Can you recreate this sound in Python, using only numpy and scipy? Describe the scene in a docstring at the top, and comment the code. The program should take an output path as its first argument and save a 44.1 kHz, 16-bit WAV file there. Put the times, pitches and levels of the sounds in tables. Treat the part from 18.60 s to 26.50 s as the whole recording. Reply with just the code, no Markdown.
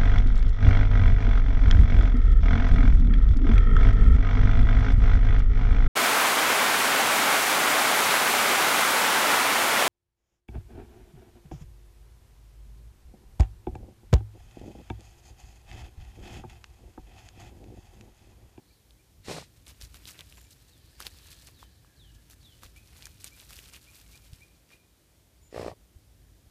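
"""Birds call from afar over a low town rumble throughout. A small dog snorts at a dry lawn: turbulent air
hisses through the nose while a soft flap, beating about sixty times a second, excites its resonances.
Then the dog digs: paws rake dry leaves into friction noise and tiny fractures, snap stems and thud on
the soil. Near the end it sniffs softly and snorts again, duller now with its nose in the hole."""
import sys
import numpy as np
from scipy import signal
from scipy.fft import rfft, irfft, next_fast_len
from scipy.io import wavfile

SR = 44100
rng = np.random.default_rng(int(sys.argv[2]) if len(sys.argv) > 2 else 0)


def master(y):
    """Save y as 16-bit WAV."""
    cut = np.clip(np.atleast_2d(y).T, -1, 1)
    pcm = np.round(cut * 32767)  # scale
    wavfile.write(sys.argv[1], SR, pcm.astype(np.int16))


N = 348594


def amp(db):
    """Decibels as an amplitude ratio."""
    return 10 ** (np.asarray(db) / 20)


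def unit_rms(x):
    """Normalisation to an rms of 1."""
    return x / np.sqrt(np.mean(x ** 2) + 1e-20)


def envelopes(rows):
    """Linear interpolation of each dB column over time; -120 dB beyond the table's ends."""
    times, *columns = np.transpose(rows)
    return [np.interp(np.arange(N) / SR, times, db, -120, -120) for db in columns]


def colour(x, spectrum):
    """Spectral shaping by a curve of dB over log frequency; the result has an rms of 1."""
    size = next_fast_len(N)
    hz, db = np.transpose(spectrum)
    bin_hz = np.maximum(np.arange(size // 2 + 1) * SR / size, 1)
    gain = amp(np.interp(np.log(bin_hz), np.log(hz), db, -90, -90))
    return unit_rms(irfft(rfft(x, size) * gain, size)[:N])


def drift(rate_hz):
    """Random modulation: unit Gaussian values joined by lines, two per cycle of the rate."""
    count = int(N / SR * rate_hz * 2) + 2
    return np.interp(np.arange(N), np.linspace(0, N, count), rng.standard_normal(count))


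def add(out, start_s, sound):
    """Superposition of a short sound at a given time."""
    at = round(start_s * SR)
    out[at:at + len(sound)] += sound[:N - at]


def ring(hz, t60_ms, length_s=.03):
    """The impulse response of one mode: an exponentially damped sine."""
    t = np.arange(round(length_s * SR)) / SR
    return np.sin(2 * np.pi * hz * t) * amp(-60 * t / (t60_ms / 1000))


# Spectra of the air and the town. Each row: frequency in Hz, relative density in dB.
AIR_SPECTRUM = [(88, -29), (150, -2), (267, -8.5), (294, -5.5), (802, -14), (1180, -18.5), (2360, -18),
                (2650, -19.5), (3210, -17.5), (15000, -22)]
RUMBLE_SPECTRUM = [(20, -32), (33, -12), (44, -2), (54, 7), (62, 2.5), (110, -3), (160, -13), (210, -17.5),
                   (320, -18.5), (420, -31)]
# Course of the rumble. Each row: time in seconds, level in dB.
RUMBLE_ENVELOPE = [(0.0, -64.5), (1.06, -55), (2.29, -60), (2.44, -57), (5.7, -57.5), (6.25, -66),
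                   (7.91, -57)]
def air_and_town(air_db=-66.5):
    """Amplitude-modulated noise: nearly steady outdoor air and an uneven far rumble."""
    air = amp(air_db + .2 * drift(2.9)) * colour(rng.standard_normal(N), AIR_SPECTRUM)
    swell = amp(envelopes(RUMBLE_ENVELOPE)[0] + 1.77 * drift(14))
    return air + swell * colour(rng.standard_normal(N), RUMBLE_SPECTRUM)


# Faint phrases of song. Each row: start, loudest moment and end in seconds, level in dB,
# centre in Hz, wander as a fraction of the centre, width in Hz.
SONG_PHRASES = [(1.85, 2.5, 3.5, -71.5, 1760, .025, 140), (3.0, 3.6, 3.85, -72, 1680, 0.01514, 100),
                (7.53, 7.65, 7.8, -75, 1700, 0.035, 140), (0, 0.15, .22, -69, 4200, .065, 500),
                (2, 2.6, 3.23, -63, 4220, .08, 700)]
def far_birdsong(edge_db=-10.5):
    """Random amplitude modulation spreads each wandering tone into a narrow band that swells and fades."""
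    out, t = 0, np.arange(N) / SR
    for start, loudest, end, db, hz, wander, width_hz in SONG_PHRASES:
        from_peak = np.interp(t, [start, loudest, end], [1, 0, 1], 9, 9)
        phase = 2 * np.pi * np.cumsum(hz * (1 + wander * drift(11))) / SR
        swell = amp(db + edge_db * from_peak ** 2 + 1.5 * drift(15))
        out = out + swell * drift(width_hz) * np.sin(phase)
    return out


# Contours of three calls. Each row: time into the note in seconds, pitch in Hz, relative level in dB.
CHIP_CONTOUR = [(0, 2150, -16), (.012, 2300, -5), (.027, 2450, 0), (.045, 2500, -6), (.06, 2480, -20)]
WHISTLE_CONTOUR = [(0, 7000, -12), (.02, 7040, -3), (.07, 7140, -6), (.1, 7080, -8), (.12, 6970, -18)]
SLUR_CONTOUR = [(0, 4750, -14), (.015, 4300, -2), (.055, 3600, 0), (.105, 3120, -2), (.14, 2900, -3),
                (.155, 2900, -20)]
# Notes sung on those contours. Each row: start in seconds, level in dB, pitch factor.
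CHIP_NOTES = [(.08, -75, .96), (.37, -74, .98), (1.835, -70, .95), (4.152, -60, 1.01), (4.428, -60.5, 1.01),
              (4.7, -61.5, .97), (5.256, -60.5, .99), (5.523, -62, .99), (5.8, -60, .99),
              (6.105, -61.5, 1.001)]
WHISTLE_NOTES = [(1.69, -69, 1.03), (1.761, -67, 1.01), (6.815, -66.5, 1.001)]
SLUR_NOTES = [(2.08, -71, 1.04), (2.51, -69, 1.01), (2.925, -67, 1.04), (3.36, -63, .99),
              (3.803, -62.5, 1.01)]
def bird_calls(near_t60_s=.065, tail_t60_s=.9):
    """Frequency-modulated sines, smeared by near reflections and a faint tail from houses and trees."""
    calls, waver = np.zeros(N), 1 + .016 * drift(150)
    for contour, notes in [(SLUR_CONTOUR, SLUR_NOTES), (CHIP_CONTOUR, CHIP_NOTES),
                           (WHISTLE_CONTOUR, WHISTLE_NOTES)]:
        times, hz, db = np.transpose(contour)
        t = np.arange(0, times[-1], 1 / SR)
        for start, level_db, factor in notes:
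            pitch_hz = factor * waver[round(start * SR):][:len(t)] * np.interp(t, times, hz)
            phase = 2 * np.pi * np.cumsum(pitch_hz) / SR
            add(calls, start, np.sqrt(2) * amp(level_db + np.interp(t, times, db)) * np.sin(phase))
    calls *= amp(1.5 * drift(50))
    t = np.arange(round(.5 * SR)) / SR
    decay = amp(-60 * t / near_t60_s) + amp(-10 - 60 * t / tail_t60_s)
    echoes = rng.standard_normal(len(t)) * decay
    echoes /= np.sqrt(np.sum(echoes ** 2))
    return .6 * calls + .8 * signal.fftconvolve(calls, echoes)[:N]


# Stems and roots breaking. Each row: time in seconds, peak in dB, ring in Hz, relative crack level in dB.
STEM_BREAKS = [(0.3078, -43.5, 3730, -15), (1.068, -38, 3680, -17), (1.0809, -34.5, 8600, -14),
               (1.2133, -30, 3700, -12), (1.344, -36, 1380, -1), (1.455, -31.5, 3670, -14),
               (1.474, -31, 5200, 4), (1.4899, -32, 2920, -12), (1.5919, -29.5, 3540, -15),
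               (1.6079, -27, 3460, -11), (1.725, -38.5, 2760, -13), (2.4034, -25.5, 1240, 0.5),
               (2.4125, -37, 1610, -17), (2.4249, -29, 5200, -10), (2.4677, -20, 3830, -8),
               (2.7162, -38, 5960, -2), (3.0286, -37, 1040, -24), (3.2475, -50.5, 1150, -23),
               (3.6997, -37, 12420, -5.5), (4.034, -34.5, 1230, -2.5), (4.424, -36, 3530, -13),
               (4.456, -25.5, 4600, 8), (4.4688, -33.5, 1680, -2), (4.6436, -21.5, 5200, -2),
               (4.9068, -30.5, 1290, 2), (4.99, -33, 2830, -17), (5.1466, -35.5, 2740, -16),
               (5.1641, -39, 2710, -15), (5.7332, -38, 4930, -8)]
def snaps():
    """Brittle fracture of stems, roots and leaf ribs: a brief ring, a bright crack, a splintering tail."""
    out, t = np.zeros(N), np.arange(600) / SR
    breaks = STEM_BREAKS + leaf_rib_breaks()
    band = signal.butter(1, [2500, 10000], "band", fs=SR, output="sos")
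    noises = signal.sosfilt(band, rng.standard_normal((len(breaks), len(t))))
    crack_and_tail = np.exp(-t / .00045) + amp(-12.5) * np.exp(-t / .0041)
    soil_knock = amp(-18.5) * ring(490, 5.3, len(t) / SR)
    for (s, db, hz, crack_db), noise in zip(breaks, noises):
        onset = 1 - np.exp(-t * hz * 3)   # builds over a third of a cycle
        tone = onset * ring(hz, 7000 / hz + .28, len(t) / SR)
        sound = tone + amp(crack_db) * noise * crack_and_tail + soil_knock
        add(out, s - .19 / hz, amp(db) * sound / np.max(np.abs(sound)))
    return out


# Breath, one list per snort. Each row: time in seconds, then hiss, low rush and flap levels in dB.
BREATHS = [
    [(.625, -79, -93, -40), (.655, -51, -64, -30), (.68, -48, -50, -13), (.692, -42.5, -38, -19.5),
     (.725, -41.5, -41, -19.5), (.75, -44.5, -42.5, -25), (.785, -45.5, -50.5, -18.5),
     (.805, -49, -56, -38), (.83, -53.5, -60, -30), (.885, -75, -85, -50)],
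    [(6.91, -71, -90, -40), (6.93, -62.5, -58, -29.5), (6.947, -55.5, -50, -21.5), (6.996, -51, -44, -16.5),
     (7.018, -52, -43, -27), (7.063, -54, -45, -16), (7.083, -54, -44, -19), (7.1, -58, -48, -29),
     (7.118, -61.5, -48, -30.5), (7.14, -74, -59, -40)],
]
# The flap, one row per snort. Each row: start and end in seconds, period and its growth per beat in
# seconds, first and last cavity resonance in Hz, cavity T60 in ms, depth of the puffing.
FLAP_PULSES = [(0.6835, .83, .01375, .001, 363, 815, 7.8, .6),
               (6.9277, 7.12, .0169, 0.000011, 530, 584, 14.0, 1.2)]
def flap_beats(jitter_s=.0005, spread_db=2, pitch_spread=.11):
    """A quasi-periodic pulse train. Each row returned: time in s, level in dB, cavity in Hz, T60 in ms."""
    beats, k = [], np.arange(16)
    for (start, end, period, growth, first_hz, last_hz, t60_ms, _), breath in zip(FLAP_PULSES, BREATHS):
        timing, force, pitch = rng.standard_normal((len(k), 3)).T
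        times = start + period * k + .5 * growth * k ** 2 + jitter_s * timing
        breath_times, *_, flap_db = np.transpose(breath)
        levels = np.interp(times, breath_times, flap_db) + spread_db * force
        cavity_hz = np.interp(times, [start, end], [first_hz, last_hz]) * np.exp(pitch_spread * pitch)
        beats += [(s, db, hz, t60_ms) for s, db, hz in zip(times, levels, cavity_hz) if s < end]
    return beats


# Upper resonances of the nose. Each row: frequency in Hz, relative level in dB, T60 in ms.
NOSE_MODES = [(1086, -16.5, 16), (1870, -19, 12.5), (2380, -25, 12.), (5150, -28, 11)]
# Breath spectra, above ground and then in the hole. Each row: frequency in Hz, relative density in dB.
HISS_SPECTRA = [
    [(760, -36), (1300, -7), (1610, -6), (1960, 0), (3270, -3.5), (4130, 1), (4870, -3), (8460, -8),
     (15000, -24.5)],
    [(760, -39), (1300, -22), (1500, -8), (1840, -3), (3330, -9.5), (5170, -8), (6290, -14.5),
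     (7950, -14.5), (15000, -28)],
]
RUSH_SPECTRA = [
    [(40, -35), (70, -5), (165, 4.5), (240, -7.5), (420, -5), (830, -8), (1500, -19), (2100, -49)],
    [(40, -31), (65, -1), (125, 0), (210, -12), (480, -6.5), (1150, -14), (1350, -35), (2000, -42.5)],
]
def snorts(puff_db=7, mode_spread_db=3.5):
    """Source and filter: each flap beat excites the nasal modes and lets a puff of turbulence through."""
    out, puffs = np.zeros(N), np.zeros(N)
    scatter_db = rng.normal(0, mode_spread_db, (32, len(NOSE_MODES)))
    t = np.arange(round(.03 * SR)) / SR
    window = (1 - np.exp(-t / .00061)) * np.exp(-(t / .0049) ** 3)   # gentle opening, tissue damping
    for (s, db, cavity_hz, t60_ms), offsets in zip(flap_beats(), scatter_db):
        upper = sum(amp(mode_db + offset) * ring(hz, mode_t60)
                    for (hz, mode_db, mode_t60), offset in zip(NOSE_MODES, offsets))
        add(out, s, amp(db) * window * (ring(cavity_hz, t60_ms) + upper))
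        add(puffs, s, amp(db + puff_db) * t / .001 * np.exp(-t / .00078))
    for breath, hiss, rush, (*_, depth) in zip(BREATHS, HISS_SPECTRA, RUSH_SPECTRA, FLAP_PULSES):
        hiss_db, rush_db, _ = envelopes(breath)
        gusts = 1 + depth * puffs
        out += amp(hiss_db + 1.74 * drift(70)) * gusts * colour(rng.standard_normal(N), hiss)
        out += amp(rush_db + 4.1 * drift(60)) * gusts * colour(rng.standard_normal(N), rush)
    return out


def crackle(per_s, spread_db, friction, low_hz, high_hz):
    """Shot noise: clustered tiny fractures of uneven size ring ten bands, over smooth friction noise."""
    sizes = amp(spread_db * np.minimum(rng.exponential(1, N), 4)) * rng.standard_normal(N)
    impulses = sizes * (rng.random(N) < per_s * amp(5 * drift(40)) / SR)
    band_index, rings = rng.integers(0, 10, N), 0
    for k, hz in enumerate(np.geomspace(low_hz, high_hz, 10)):
        band = signal.butter(1, [hz / 1.11, hz * 1.365], "band", fs=SR)
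        rings = rings + signal.lfilter(*band, impulses * (band_index == k) + 1e-18) / np.sqrt(hz)
    return unit_rms(rings) + friction * rng.standard_normal(N)


# Leaves stirring between strokes. Each row: time in seconds, level in dB.
STIR_ENVELOPE = [(0.85, -72.5), (1.58, -61.5), (2.13, -72), (2.72, -57), (3.18, -75), (4.33, -66),
                 (4.84, -61), (5.5, -62.5), (5.86, -68.5), (6.4, -95)]
# Paw strokes. Each row: peak time in seconds, level in dB, length in ms, relative litter level in dB.
PAW_STROKES = [(1.089, -56.5, 47, -3.5), (1.233, -52, 50, -13), (1.357, -58, 38, 1.5),
               (1.492, -49.5, 46, -5), (1.555, -64, 27, 6.5), (1.601, -59, 35, 2.5), (1.697, -63.5, 56, -9),
               (1.78, -55.5, 19, -3.5), (1.81, -61, 12.5, -12), (1.915, -57, 26, -16), (2.102, -66, 48, -6),
               (2.415, -52.5, 46, -3.5), (2.464, -49, 30, -2), (2.723, -54, 27, -26),
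               (2.884, -59.5, 28, -2.5), (3.016, -59.5, 55, -8), (3.551, -64.5, 27, -16),
               (3.719, -57, 33, -14), (4.04, -55, 51, -3.5), (4.172, -57.5, 22, -14),
               (4.39, -58, 120, -5.5), (4.462, -61, 68, -4), (4.613, -54.5, 24, -23), (4.659, -50, 41, -14),
               (4.788, -58, 63, -3.5), (4.916, -51, 50, -11), (4.978, -52, 60, -13), (5.045, -58.5, 84, -6),
               (5.145, -54, 55, -4.5), (5.37, -58, 102, -8), (5.742, -61, 44, -8), (6.121, -66, 71, 1.5)]
# Spectra of fine leaves and coarse litter. Each row: frequency in Hz, relative gain in dB.
LEAF_SPECTRUM = [(880, -13), (1500, -5.5), (2060, -12.5), (2650, -7), (4010, -1.5), (5670, -3),
                 (9090, -3.5), (15000, -5)]
LITTER_SPECTRUM = [(120, 10), (300, -5), (700, -6.5), (1500, -3.5), (2700, 2), (4000, -12), (6000, -30)]
def leaf_rustle(stir_litter_db=-7.5):
    """Incoherent sources add in power: stirring and strokes make leaves crackle high, litter lower."""
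    stir_db = envelopes(STIR_ENVELOPE)[0] + 1.6 * drift(14)
    leaf_power, litter_power = amp(stir_db) ** 2, amp(stir_db + stir_litter_db) ** 2
    from_peak = np.linspace(-1, 2, 300)   # in stroke lengths
    bump = np.exp(-np.where(from_peak < 0, 14, 6) * np.abs(from_peak) ** 3)   # fast rise, hold, stop
    for s, db, ms, litter_db in PAW_STROKES:
        shape = np.interp(np.arange(-1, 2, 1000 / ms / SR), from_peak, bump)
        add(leaf_power, s - ms / 1000, amp(db) ** 2 * shape)
        add(litter_power, s - ms / 1000, amp(db + litter_db) ** 2 * shape)
    fine = crackle(per_s=3500, spread_db=3.7, friction=.75, low_hz=1800, high_hz=14000)
    coarse = crackle(per_s=1800, spread_db=2.5, friction=1.1, low_hz=300, high_hz=3500)
    leaves = np.sqrt(leaf_power) * colour(fine, LEAF_SPECTRUM)
    litter = np.sqrt(litter_power) * colour(coarse, LITTER_SPECTRUM)
    return leaves + litter


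def leaf_rib_breaks(chance=.3, over_stroke_db=13.5, range_db=5, low_hz=1500, high_hz=6000, crack_db=-6):
    """Random fracture under the paw: up to three lesser breaks a stroke, in rows like STEM_BREAKS."""
    breaks = []
    for s, db, ms, _ in PAW_STROKES:
        for trial, when, weakness, pitch in rng.random((3, 4)):
            if trial < chance:
                peak_db = db + over_stroke_db - range_db * weakness
                hz = low_hz * (high_hz / low_hz) ** pitch
                breaks.append((s + (when - .5) * ms / 1000, peak_db, hz, crack_db))
    return breaks


# Paws striking soil. Each row: time in seconds, level in dB, frequency in Hz.
PAW_IMPACTS = [(1.233, -40, 61.5), (2.242, -44, 67.4), (4.05, -44, 55), (5.728, -34.5, 71),
               (7.36, -42, 54.7), (7.868, -47, 60)]
def paw_thuds():
    """A heavily damped impact: one low cycle under a smooth window."""
    out = np.zeros(N)
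    for s, db, hz in PAW_IMPACTS:
        cycle = np.arange(round(SR / hz)) * hz / SR
        add(out, s - .15 / hz, amp(db) * np.sin(2 * np.pi * cycle) * np.sin(np.pi * cycle) ** 2)
    return out


def sniff(peak_s=6.13, db=-64, width_s=.018):
    """Turbulence in the nose: a short, smooth hiss under a Gaussian envelope."""
    swell = np.exp(-.5 * ((np.arange(N) / SR - peak_s) / width_s) ** 2)
    return amp(db) * swell * colour(rng.standard_normal(N), HISS_SPECTRA[0])


def scene():
    """Linear superposition of all sources at one microphone."""
    dog_at_work = snorts() + leaf_rustle() + snaps() + paw_thuds()
    surroundings = bird_calls() + far_birdsong() + air_and_town()
    return (dog_at_work + surroundings + sniff())[None]


def record(dry):
    """A steep low-pass filter attenuates the top of the treble by at least 60 dB."""
    stopband_hz = 15550
    return signal.sosfilt(signal.cheby2(16, 60, stopband_hz, fs=SR, output="sos"), dry)


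dry = scene()
out = record(dry)
master(out)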